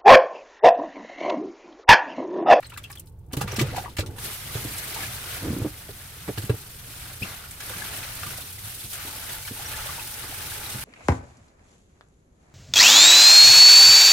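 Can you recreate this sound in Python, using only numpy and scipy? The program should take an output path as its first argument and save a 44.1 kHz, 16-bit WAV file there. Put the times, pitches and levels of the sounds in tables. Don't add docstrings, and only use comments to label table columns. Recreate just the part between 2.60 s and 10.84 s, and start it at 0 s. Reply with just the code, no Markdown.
import sys
import numpy as np
from scipy import signal
from scipy.io import wavfile
from scipy.ndimage import uniform_filter1d

SR = 44100
rng = np.random.default_rng(int(sys.argv[2]) if len(sys.argv) > 2 else 0)


def transcribe(signal):
    frames = np.atleast_2d(signal).T
    limited = np.clip(frames, -1, 1)
    pcm = np.round(limited * 32767).astype(np.int16)
    wavfile.write(sys.argv[1], SR, pcm)


def invert_db(level):
    return 10 ** (np.asarray(level, dtype=float) / 20)


N = 363384

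# (time [s], fine spray [dB], beating on the pool [dB])
TIPPING_FLOW = [
    (0.0, -64, -54.5),
    (0.372, -63, -58.5),
    (0.52, -75, -77),
    (0.764, -78, -76),
    (0.908, -49, -39),
    (1.038, -54, -40),
    (1.194, -43.5, -42),
    (1.386, -61.5, -60),
    (1.56, -54, -56),
]
# (time [s], fine spray [dB], beating on the pool [dB])
TAP_FLOW = [(1.58, -43, -48), (1.65, -34, -37.5), (1.8, -38.5, -43.5), (2.05, -36.5, -39.5),
            (2.76, -36, -37.5), (2.82, -39.5, -39.5), (3.1, -44.5, -47.5), (3.66, -44, -47.5),
            (3.85, -43.5, -46.5), (4.16, -45, -51.5), (4.42, -40.5, -45), (4.9, -45.5, -49),
            (5.1, -37.5, -40.5), (5.68, -36.5, -38), (5.94, -41, -50.5), (6.25, -36, -47.5),
            (6.35, -37, -41), (8.24, -36, -40)]
# (time [s], spray change [dB], length [s])
HAND_PASSES = [(1.968, 2, 0.054), (2.42, 2, 0.13), (2.528, -1, 0.31), (3.266, -0.5, 0.22),
               (4.595, -2.5, 0.11), (4.657, 3, 0.2), (4.82, 1, 0.13), (4.966, -1, 0.093), (5.255, 0.5, 0.2),
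               (5.59, -1, 0.23), (6.074, 1.5, 0.12), (6.291, -4, 0.046), (6.605, -0.5, 0.17),
               (6.69, 0, 0.071), (6.828, -1.5, 0.087), (6.92, -2, 0.11), (7.277, 1, 0.37),
               (7.48, -1.5, 0.18)]
# (frequency [Hz], density [dB per Hz])
AIR_SPECTRUM = [(530, -30), (900, 21), (1140, -14), (1440, 12), (2520, -42), (6660, -9), (15800, 1)]
# (frequency [Hz], density [dB per Hz])
DRUM_SPECTRUM = [(13, -39), (22, -8), (103, 3.5), (124, 1), (183, -13.5), (260, -24), (340, -57),
                 (570, -120)]
# (frequency [Hz], density [dB per Hz])
SLOSH_SPECTRUM = [(100, -46), (170, 0), (389, 0), (434, 1), (792, -12.5), (877, -2), (994, -22),
                  (1100, -13), (1430, -36), (2420, -120)]
# (frequency [Hz], density [dB per Hz])
SPLASH_SPECTRUM = [(290, -8), (500, -13), (607, -1), (996, -8.5), (1110, -2), (1330, -2.5), (2240, -2.5),
                   (3680, -7), (6570, -12.5), (9000, -16), (11700, -34), (19800, -120)]
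# (frequency [Hz], density [dB per Hz])
SPRAY_SPECTRUM = [(1760, -12.5), (3000, -2.5), (3800, -1), (4800, -2.5), (6400, -4), (7600, -4.5),
                  (8900, -0.5), (10500, 0.5), (12300, 1), (14000, -3), (15000, -1), (16000, -13)]
# (frequency [Hz], width [Hz], level [dB], start [s])
BOWL_MODES = [(867, 34, -10, 6.35), (1480, 180, -8.5, 2.45)]
# (frequency [Hz], likeness [0-1])
STEREO_LIKENESS = [(60, 1), (180, 0.96), (550, 0.82), (1650, 0.39), (4970, 0.015), (15000, 0.034)]
# (frequency [Hz], left minus right [dB])
STEREO_LEAN = [(60, -2), (180, -0.5), (550, 2), (1650, 2), (4970, 1), (15000, -2)]
# (time [s], level [dB], share of the floor boom [dB])
SCRAPE_PATH = [
    (2.81, -39, -12),
    (2.869, -33, 6),
    (2.95, -36, -1),
    (3.0, -39, -3),
    (3.078, -32, -10),
    (3.087, -51, -3),
]
# (frequency [Hz], width [Hz], level [dB])
COLANDER_MODES = [(281, 71, 14.5), (410, 200, 6.5), (200, 46, 13), (750, 570, -0.5)]
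# (time [s], boom level [dB], boom [Hz], knock against the boom [dB], knock [Hz])
BOWL_HITS = [(0.73, -33.5, 89, -3, 257), (.736, -40.5, 118, 6, 392), (0.768, -22, 132, -10.5, 298),
             (0.838, -29.5, 91.5, -10.5, 200), (0.809, -24.5, 135, -8.5, 460), (0.925, -35.5, 127, 3, 418),
             (0.98, -24, 149, -5, 223), (1.009, -24.5, 129, -2.5, 347), (1.018, -19.5, 135, -13.5, 393),
             (1.3855, -20.5, 94, -12.5, 320), (1.39, -44, 101, 11, 580), (1.444, -49, 101, -18, 172),
             (1.951, -24, 111, -10, 415), (2.047, -33.5, 120, -5, 301)]
# (time [s], boom level [dB], boom [Hz], knock against the boom [dB], knock [Hz])
COLANDER_HITS = [(2.828, -34, 120, -5, 450), (2.852, -33, 171, 1, 290), (2.875, -23, 111, -10.5, 322),
                 (2.9, -27, 110, -3.5, 230), (2.925, -25.5, 126, -9, 242), (2.962, -34, 115, 1, 276),
                 (2.995, -27, 106, -9, 295), (3.015, -21, 118, -10.5, 310), (3.045, -26, 132.2, 2.5, 300),
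                 (3.287, -35, 106, -0.5, 423), (3.677, -27, 190, -6.5, 294), (3.688, -31.5, 127, 4, 398),
                 (3.7755, -21, 102, -13.5, 338), (3.833, -27, 108, -13.5, 190),
                 (3.894, -28.5, 107, 4.5, 422), (3.895, -14.5, 120, -17.5, 300),
                 (3.937, -27.5, 101, -14, 395), (4.614, -26, 104, -11, 196), (5.098, -37, 116, -1.5, 490),
                 (6.447, -47, 99, 3.5, 277), (6.478, -46, 100, 1, 270), (6.24, -35, 119, -11, 200),
                 (5.661, -47, 119, 1, 187), (7.69, -44.5, 100, -0.5, 274), (5.153, -40.5, 120, -6, 177),
                 (6.905, -36.5, 107, -2.5, 240), (7.633, -44.5, 99, 1.5, 294), (8.147, -32, 124, -7, 200)]
# (time [s], peak [dB], top [Hz], t60 [s])
CRACK_EVENTS = [(.0253, -42, 2500, .03), (.1002, -50, 5000, 0.022), (.1336, -42, 3500, .02),
                (.2414, -40, 5000, .025), (.2987, -40, 4000, .025), (.354, -40, 6000, .02),
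                (.7322, -31, 4000, 0.015), (.738, -23, 1500, 0.018), (.7692, -25, 5000, 0.036),
                (.8116, -23, 5000, .02), (.8854, -28, 3500, .03), (.9185, -33, 3000, 0.017),
                (.9642, -22, 6000, 0.022), (1.016, -25, 5000, .03), (1.1608, -33, 3000, .02),
                (1.2585, -25, 1600, .015), (1.3843, -19.5, 4970, 0.053), (1.5628, -38, 3000, .02),
                (1.5823, -37, 3000, .02), (3.679, -27.5, 1500, 0.038), (3.685, -28, 2500, 0.04),
                (3.7755, -26, 3500, 0.058), (3.8945, -23.5, 3000, 0.037), (3.902, -30, 1200, .05)]
# (time [s], peak [dB])
TICK_EVENTS = [(0.0014, -38), (0.0248, -41), (0.0644, -35), (0.0955, -34), (0.233, -35), (0.313, -27.5),
               (0.3531, -31.5), (0.395, -24.5), (0.4579, -44), (0.5881, -50), (0.9173, -38), (1.0594, -35),
               (1.1194, -44), (1.4726, -38), (.381, -36), (.483, -46), (.494, -48), (.52, -56), (.662, -53),
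               (.685, -54), (.9403, -27), (1.99, -31), (2.984, -26), (4.469, -38), (5.373, -23),
               (5.551, -25), (5.925, -27), (6.547, -33), (6.73, -21), (6.8713, -27), (6.878, -26),
               (6.949, -35), (7.499, -34)]
# (time [s], peak [dB], centre [Hz], fizz against the body [dB])
DRIP_EVENTS = [(0.025, -32.5, 1300, -19), (0.0434, -47, 4170, -23), (0.098, -41, 2800, -11),
               (0.119, -40, 1260, -23), (0.1353, -37, 1310, -13), (0.173, -32, 1490, -6.5),
               (0.195, -41, 1770, -23), (0.236, -37, 2730, -10), (0.2995, -35, 1080, -10),
               (0.325, -39, 3580, -18), (0.352, -43, 1410, -14), (0.3726, -47, 3490, -8),
               (0.3974, -54, 2920, 4), (0.4686, -52, 2450, -3), (0.703, -56, 800, -25),
               (0.7105, -44, 864, -21), (.052, -37, 1870, -20), (.255, -49, 1700, -15)]
# (time [s], peak [dB], centre [Hz], fizz against the body [dB])
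SLAP_EVENTS = [(2.1276, -41, 1260, 0), (2.1757, -34, 2700, 1), (2.3385, -28, 2850, -9),
               (3.676, -34, 920, -8), (3.775, -27.5, 1900, -7.5), (3.892, -33, 1580, -8),
               (4.6262, -27, 2580, -13), (4.9058, -35, 1820, 0.5), (5.0001, -23, 1920, -18),
               (5.0884, -30.5, 1240, -6), (5.1323, -37, 1490, -12), (6.3262, -23.5, 4130, -7.5),
               (6.8745, -23.5, 1920, -19), (5.427, -25, 2530, -20), (5.628, -27, 1520, -21),
               (5.66, -26, 1420, -11), (3.815, -30, 1530, -9), (3.845, -37, 1490, -3),
               (6.69, -24, 1610, -16), (7.1128, -27, 1140, -20)]
# (time [s], peak [dB], centre [Hz], fizz against the body [dB], t60 [s])
GUSH_EVENTS = [(0.721, -39, 2980, -3, 0.069), (0.7305, -20, 3450, -13, 0.035),
               (0.7657, -28, 1220, -2, 0.036), (0.78, -28.5, 1560, -16, 0.13),
               (0.806, -18, 1040, -15, 0.084), (0.821, -30, 1480, -21, 0.042), (0.872, -24, 1490, -19, .07),
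               (0.886, -36, 1135, -24, 0.061), (0.9165, -30.5, 920, -9, 0.049),
               (0.958, -25, 2260, -11, 0.095), (0.985, -12, 1250, -24.5, 0.11),
               (1.0086, -18, 2380, -14, 0.052), (1.0678, -34, 1430, -7, 0.038),
               (1.1016, -37, 1440, -23, 0.091), (1.157, -17, 954, -22, 0.093),
               (1.18, -27, 2500, -20, 0.045), (1.221, -36.5, 1500, -8, 0.07),
               (1.245, -42, 1510, -24, 0.038), (1.294, -35, 4000, -17, 0.04),
               (1.365, -22, 2400, -16, 0.067), (1.384, -24, 1910, -11, 0.078),
               (1.399, -21, 2510, -24, 0.069), (1.459, -30, 4400, -18, 0.066),
               (1.503, -42, 700, -11, 0.049), (1.56, -47, 1000, -6, 0.033), (1.581, -31, 1230, -10, 0.044)]
# (time [s], peak [dB], pitch [Hz], ringing [cycles])
BUBBLE_EVENTS = [(0.031, -38, 1010, 8), (0.118, -36, 1300, 11), (0.24, -28.5, 3200, 10),
                 (0.301, -41, 1110, 27), (0.373, -33, 3360, 17), (1.137, -29, 650, 8),
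                 (1.164, -25.5, 848, 22), (1.128, -31, 476, 5.4), (1.146, -27, 810, 7.4),
                 (1.195, -31, 790, 8.1), (1.248, -32, 1900, 8.4), (1.264, -31, 1054, 9.7),
                 (1.279, -34, 910, 10), (1.21, -36, 800, 11), (2.433, -28, 1690, 22), (7.26, -35, 560, 7.3),
                 (7.724, -36, 730, 10), (7.809, -29, 1480, 12), (5.326, -35, 1710, 15),
                 (1.1, -33, 1400, 9.8), (1.178, -36, 2700, 14), (1.178, -17.5, 703, 9),
                 (1.239, -28, 690, 12), (1.2587, -18, 1000, 4), (1.435, -35.5, 1320, 15),
                 (2.362, -28, 870, 17), (4.839, -35, 1400, 14), (5.021, -36, 1660, 17),
                 (5.133, -28.5, 1520, 14), (6.876, -28, 3020, 14), (7.139, -29.5, 1700, 19),
                 (7.188, -31, 1295, 26), (7.29, -26, 1084, 11.6), (7.38, -29, 867, 13),
                 (7.395, -29, 2530, 18), (1.506, -45, 695, 9), (1.561, -38, 1440, 8),
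                 (.919, -24.5, 5700, 18), (.961, -25, 5600, 23), (1.013, -27, 5400, 20),
                 (5.983, -34.5, 1980, 12), (6.052, -39, 860, 8), (6.335, -40, 1320, 12),
                 (6.356, -28, 1500, 8.2), (6.478, -36, 850, 12), (6.698, -43, 860, 12),
                 (6.965, -39, 875, 14), (6.995, -34.5, 754, 11), (7.135, -40, 610, 8.9),
                 (7.634, -38, 1130, 12), (5.785, -34, 625, 4.6), (5.63, -40, 670, 8.8)]
# (time [s], peak [dB], pitch [Hz])
PING_EVENTS = [(0.045, -34, 4300), (0.141, -40, 2620), (.175, -41, 4060), (0.181, -42, 1930),
               (.184, -40, 3460), (.25, -41, 3260), (0.304, -35, 1800), (.062, -40, 4050),
               (.258, -38, 2770), (.31, -47, 1520), (.385, -44, 3050), (.068, -40, 8240),
               (0.164, -38, 1520), (.128, -38, 946), (1.09, -31, 1390), (1.201, -37, 1480),
               (1.251, -34, 1840), (1.469, -49, 2000), (1.5, -47, 1420), (4.643, -40, 2760),
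               (0.029, -37, 1880), (.1, -40, 2850), (.246, -34, 2710), (.3, -44, 2290),
               (5.219, -26.5, 1640), (6.85, -35, 2260), (7.06, -30, 5700), (8.06, -31, 3880),
               (7.918, -32, 1600)]
# (time [s], length [s], peak [dB], from [Hz], to [Hz], overtone [dB])
LEAF_SQUEAK = (4.6195, .019, -24.5, 2380, 2900, -16)

HAND_ON_POOL = 3.16


def evened(x):
    return x / np.sqrt(np.mean(x ** 2) + 1e-20)


def read(points, hz):
    f, value = np.transpose(points)
    return np.interp(np.log(hz + 1), np.log(f + 1), value)


def add(mix, s, sound):
    part = mix[:, round(s * SR):][:, :sound.shape[1]]
    part += sound[:, :part.shape[1]]


def panned(x, lean_db):
    return x * invert_db(np.array([[.5], [-.5]]) * lean_db)


def resonate(x, hz, width_hz):
    return signal.lfilter(*signal.iirpeak(hz, hz / width_hz, SR), x)


def band(x, low_hz, high_hz):
    sos = signal.butter(2, [low_hz, high_hz], "bandpass", fs=SR, output="sos")
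    return evened(signal.sosfilt(sos, x))


def wash(colour, size, patchy_db, flicker_db):
    hop = size // 4
    frames = N // hop + 5
    hz = np.fft.rfftfreq(size, 1 / SR)
    bins = len(hz)
    hz = hz[hz <= colour[-1][0]]
    a, b, c, d, patches = rng.standard_normal((frames, len(hz), 5)).T
    patches = uniform_filter1d(patches, size=5, axis=0)
    patches = evened(uniform_filter1d(patches, size=12, axis=1))
    flicker = evened(uniform_filter1d(rng.standard_normal(frames), size=9))

    same = read(STEREO_LIKENESS, hz)[:, None]
    left = a + 1j * b
    right = same * left + np.sqrt(1 - same ** 2) * (c + 1j * d)
    z = np.array([left, right])
    level_db = read(colour, hz) - 80 * (hz < colour[0][0])
    z *= invert_db(level_db[:, None] + patchy_db * patches + flicker_db * flicker)
    z *= invert_db(np.array([.5, -.5])[:, None, None] * read(STEREO_LEAN, hz)[:, None])
    z = np.pad(z, ((0, 0), (0, bins - len(hz)), (0, 0)))
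    return evened(signal.istft(z, nperseg=size, noverlap=size - hop)[1][:, :N])


def bubble(hz, cycles, glide):
    u = np.arange(0, 3, hz / cycles / SR)
    shape = (1 - np.exp(-u / 0.05)) * np.exp(-1.6 * u) * np.cos(u * np.pi / 6)
    return shape / shape.max() * np.sin(2 * np.pi * cycles * (u + glide * u ** 2 / 2))


def grains(colour, low_hz, high_hz, cycles, per_s, spread_db, count):
    landed = 2 * N
    size = invert_db(spread_db * np.minimum(rng.exponential(1, landed), 3.5))
    size = size * (rng.random(landed) < per_s / SR)
    kind, out = rng.integers(0, count, landed), np.zeros(landed)
    for k, hz in enumerate(np.geomspace(low_hz, high_hz, count)):
        grain = bubble(hz, cycles, 0.218)
        grain *= invert_db(read(colour, hz)) * np.sqrt(hz) / np.linalg.norm(grain)
        at = np.flatnonzero((size > 0) & (kind == k))[:, None]
        places = (at + np.arange(len(grain))).ravel()
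        out += np.bincount(places, (size[at] * grain).ravel(), landed)[:landed]
    return evened(out.reshape(2, N))


def fizz(noise):
    rim = evened(resonate(noise, 8550, 350))
    return evened(band(noise, 7200, 15500) + .16 * rim)


def flow_db(axis, hand):
    rows, t = np.array(TIPPING_FLOW + TAP_FLOW), np.arange(0, N, 64) / SR
    hands_db = sum(db * np.exp(-(2 * (t - s) / length_s) ** 2) for s, db, length_s in HAND_PASSES)
    level_db = np.interp(t, rows[:, 0], rows[:, axis]) + hand * hands_db
    return np.interp(np.arange(N) / SR, t, level_db)


def shaking():
    out, t = np.zeros((1, N)), np.arange(SR // 2) / SR
    for table, t60_s in ((BOWL_HITS, 1.5), (COLANDER_HITS, 0.21)):
        sway = (1 - np.exp(-t / 0.0018)) * invert_db(-60 * t / t60_s) * np.cos(np.pi * t)
        for s, db, *_ in table:
            add(out, s, invert_db(db) ** 2 * sway[None] ** 2)
    return out[0]


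def basin(x):
    t = np.arange(5000) / SR
    taps = rng.choice([-1., 1.], (2, len(t))) * (rng.random((2, len(t))) < .06)
    taps = taps * invert_db(-60 * t / 0.077) * (t > .002)
    return signal.oaconvolve(x, taps / np.linalg.norm(taps[0]), axes=1)[:, :N]


def air():
    return invert_db(-72) * wash(AIR_SPECTRUM, size=1024, patchy_db=.3, flicker_db=.3)


def sink():
    drum_rest_db, drum_share_db, drum_shake_db = -47, -7.5, -14
    slosh_rest_db, slosh_share_db, slosh_shake_db = -59.5, -14, -20.5
    drum = wash(DRUM_SPECTRUM, size=2048, patchy_db=1.2, flicker_db=.6)
    slosh = wash(SLOSH_SPECTRUM, size=1024, patchy_db=2.2, flicker_db=.8)
    beat_db, shake = flow_db(axis=2, hand=HAND_ON_POOL), shaking()
    drum_power = invert_db(drum_share_db + beat_db) ** 2 + invert_db(drum_shake_db) ** 2 * shake
    slosh_power = invert_db(slosh_share_db + beat_db) ** 2 + invert_db(slosh_shake_db) ** 2 * shake
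    drummed = np.sqrt(invert_db(drum_rest_db) ** 2 + drum_power) * drum
    return drummed + np.sqrt(invert_db(slosh_rest_db) ** 2 + slosh_power) * slosh


def scrape():
    s, db, boom_db = np.transpose(SCRAPE_PATH)
    t = np.arange(s[0], s[-1], 1 / SR)
    slips = rng.standard_normal(len(t)) * (rng.random(len(t)) < 1500 / SR)
    shell = np.zeros(len(t))
    for hz, width_hz, level_db in COLANDER_MODES:
        mode = resonate(resonate(slips, hz, width_hz), hz, 2 * width_hz)
        shell += invert_db(level_db) * evened(mode)
    floor = evened(resonate(resonate(slips, 103, 63), 106, 63))
    sound = evened(shell) + invert_db(np.interp(t, s, boom_db)) * floor
    sound *= invert_db(np.interp(t, s, db)) * signal.windows.tukey(len(t), .05)
    out = np.zeros((2, N))
    add(out, s[0], panned(sound, -1.2))
    return out


def bumps():
    out, t = np.zeros((2, N)), np.arange(9000) / SR
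    ring_cycles = 27.2
    for table, boom_t60_s in ((BOWL_HITS, 0.12), (COLANDER_HITS, 0.093)):
        for s, db, boom_hz, knock_db, knock_hz in table:
            boom = (1 - np.exp(-(t / 0.0048) ** 2)) * invert_db(-60 * (t / boom_t60_s) ** 1.01)
            boom *= np.sin(2 * np.pi * boom_hz * t)
            noise = rng.standard_normal(len(t))
            rattle = evened(resonate(resonate(noise, knock_hz, 200), knock_hz, 200))
            ring = (1 - np.exp(-(t / 0.0029) ** 2)) * invert_db(1.5 - 60 * t * knock_hz / ring_cycles)
            knock = ring * (np.sin(2 * np.pi * knock_hz * t) + 0.74 * rattle)
            add(out, s, panned(invert_db(db + 5.5) * (boom + invert_db(knock_db) * knock), -1.4))
    return out


def cracks():
    out, t = np.zeros((2, N)), np.arange(3000) / SR
    for s, db, top_hz, t60_s in CRACK_EVENTS:
        a, b = rng.standard_normal((2, len(t)))
        noise = band(np.array([a + .6 * b, a - 0.97 * b]), 450, top_hz)
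        add(out, s, invert_db(db - 6.5 - 60 * t / t60_s) * (1 - np.exp(-t / 0.00025)) * noise)
    return out


def ticks():
    out, t = np.zeros((2, N)), np.arange(5000) / SR
    for s, db in TICK_EVENTS:
        shape = invert_db(db - 3.0 - 60 * t / 0.033) * (1 - np.exp(-t / 0.0028))
        add(out, s, shape * fizz(rng.standard_normal((2, len(t)))))
    return out


def squeak():
    s, length_s, db, from_hz, to_hz, over_db = LEAF_SQUEAK
    u = np.arange(0, 1, 1 / (length_s * SR))
    phase = 2 * np.pi * np.cumsum(from_hz + (to_hz - from_hz) * u ** 1.6) / SR
    shape = np.sin(np.pi * u ** 1.2) ** .7 * (1 - .45 * np.exp(-((u - .52) / .1) ** 2))
    whistle = np.sin(phase) + invert_db(over_db) * np.sin(2 * phase)
    out = np.zeros((2, N))
    add(out, s, panned(invert_db(db) * shape * whistle, 1.0))
    return out


def plops():
    out = squeak()
    ping_s, waver_depth = 0.0094, .5
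    pings = [(s, db, hz, ping_s * hz) for s, db, hz in PING_EVENTS]
    for s, db, hz, cycles in BUBBLE_EVENTS + pings:
        glide = min(110 / hz, .13) * min(12 / cycles, 1) ** 2
        add(out, s, panned(invert_db(db - 3.5) * bubble(hz, cycles, glide), 1.0))
    waver = evened(uniform_filter1d(rng.standard_normal((2, N)), size=110, axis=1))
    return out * (1 + waver_depth * waver) / np.sqrt(1 + waver_depth ** 2)


def gushes():
    out, t = np.zeros((2, N)), np.arange(9000) / SR
    drip_t60_s, slap_t60_s, clump_db = 0.039, 0.063, 3.5
    drips = [(*row, drip_t60_s) for row in DRIP_EVENTS]
    slaps = [(*row, slap_t60_s) for row in SLAP_EVENTS]
    for s, db, hz, fizz_db, t60_s in drips + slaps + GUSH_EVENTS:
        noise = rng.standard_normal((2, 2, len(t)))
        wide = band(noise[0], 1100 - 32 * max(db + 31, 0), 4300 + 90 * max(db + 41, 0))
        cluster = np.zeros((2, len(t)))
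        for late, size, side in rng.random((20, 3)):
            one = bubble(hz * 2 ** (2.1 * size - .5), 8, .15)
            add(cluster, late * .5 * t60_s, panned(one, 8 * side - 4))
        bubbly_db = 10.5 - .25 * max(db + 36, 0)
        body = wide + invert_db(bubbly_db) * cluster
        shape = (1 - np.exp(-(t / (0.07 * t60_s)) ** 2)) * invert_db(-60 * (t / t60_s) ** 0.97)
        clumps = evened(uniform_filter1d(noise[1, 0, ::-1], size=90))
        shape = shape * invert_db(clump_db * clumps - 1.24)
        add(out, s, invert_db(db - 11.0) * shape * (body + invert_db(fizz_db + 17.0) * fizz(noise[1])))
    return out


def splash():
    rush = wash(SPLASH_SPECTRUM, size=256, patchy_db=0.5, flicker_db=1.12)
    gurgle = grains(SPLASH_SPECTRUM, 698, 6200, cycles=12.4, per_s=380, spread_db=3.0, count=12)
    blips = grains(SPLASH_SPECTRUM, 809, 5420, cycles=17.4, per_s=110, spread_db=2.5, count=12)
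    knocks = rng.standard_normal(N) * (rng.random(N) < 50 / SR)
    beat = knocks + 0.066 * rng.standard_normal((2, N))
    t, ring = np.arange(N) / SR, np.zeros((2, N))
    for hz, width_hz, db, start_s in BOWL_MODES:
        fade_in = np.clip((t - start_s) / 0.11, 0, 1)
        ring += invert_db(db) * evened(resonate(beat, hz, width_hz)) * fade_in
    water = evened(rush + invert_db(-8.5) * gurgle + invert_db(-6) * blips + ring)
    return invert_db(flow_db(axis=2, hand=HAND_ON_POOL)) * water


def spray():
    hiss = wash(SPRAY_SPECTRUM, size=256, patchy_db=1.6, flicker_db=1.7)
    crackle = grains(SPRAY_SPECTRUM, 5000, 15000, cycles=3, per_s=2500, spread_db=4, count=8)
    rim = evened(resonate(rng.standard_normal((2, N)), 8450, 300))
    jets = evened(hiss + invert_db(-9.0) * crackle + invert_db(-13.0) * rim)
    return invert_db(flow_db(axis=1, hand=1)) * jets


def scene():
    blows = bumps() + scrape()
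    drops = gushes() + cracks()
    pings = plops()
    bright_echo = invert_db(0.5) * basin(resonate(drops + invert_db(-5.5) * pings, 2800, 11500))
    dull_blows = resonate(resonate(blows, 420, 250), 420, 250)
    echo = bright_echo + invert_db(-10.5) * basin(dull_blows)
    return air() + sink() + blows + drops + pings + ticks() + echo + splash() + spray()


def roll_off(x):
    return signal.sosfilt(signal.butter(12, 15900, fs=SR, output="sos"), x)


def record(dry):
    lowpass = signal.firwin(2047, 15880, window=("kaiser", 9), fs=SR)
    limited = signal.oaconvolve(dry, lowpass[None], "same")
    return roll_off(limited)


dry = scene()
out = record(dry)
transcribe(out)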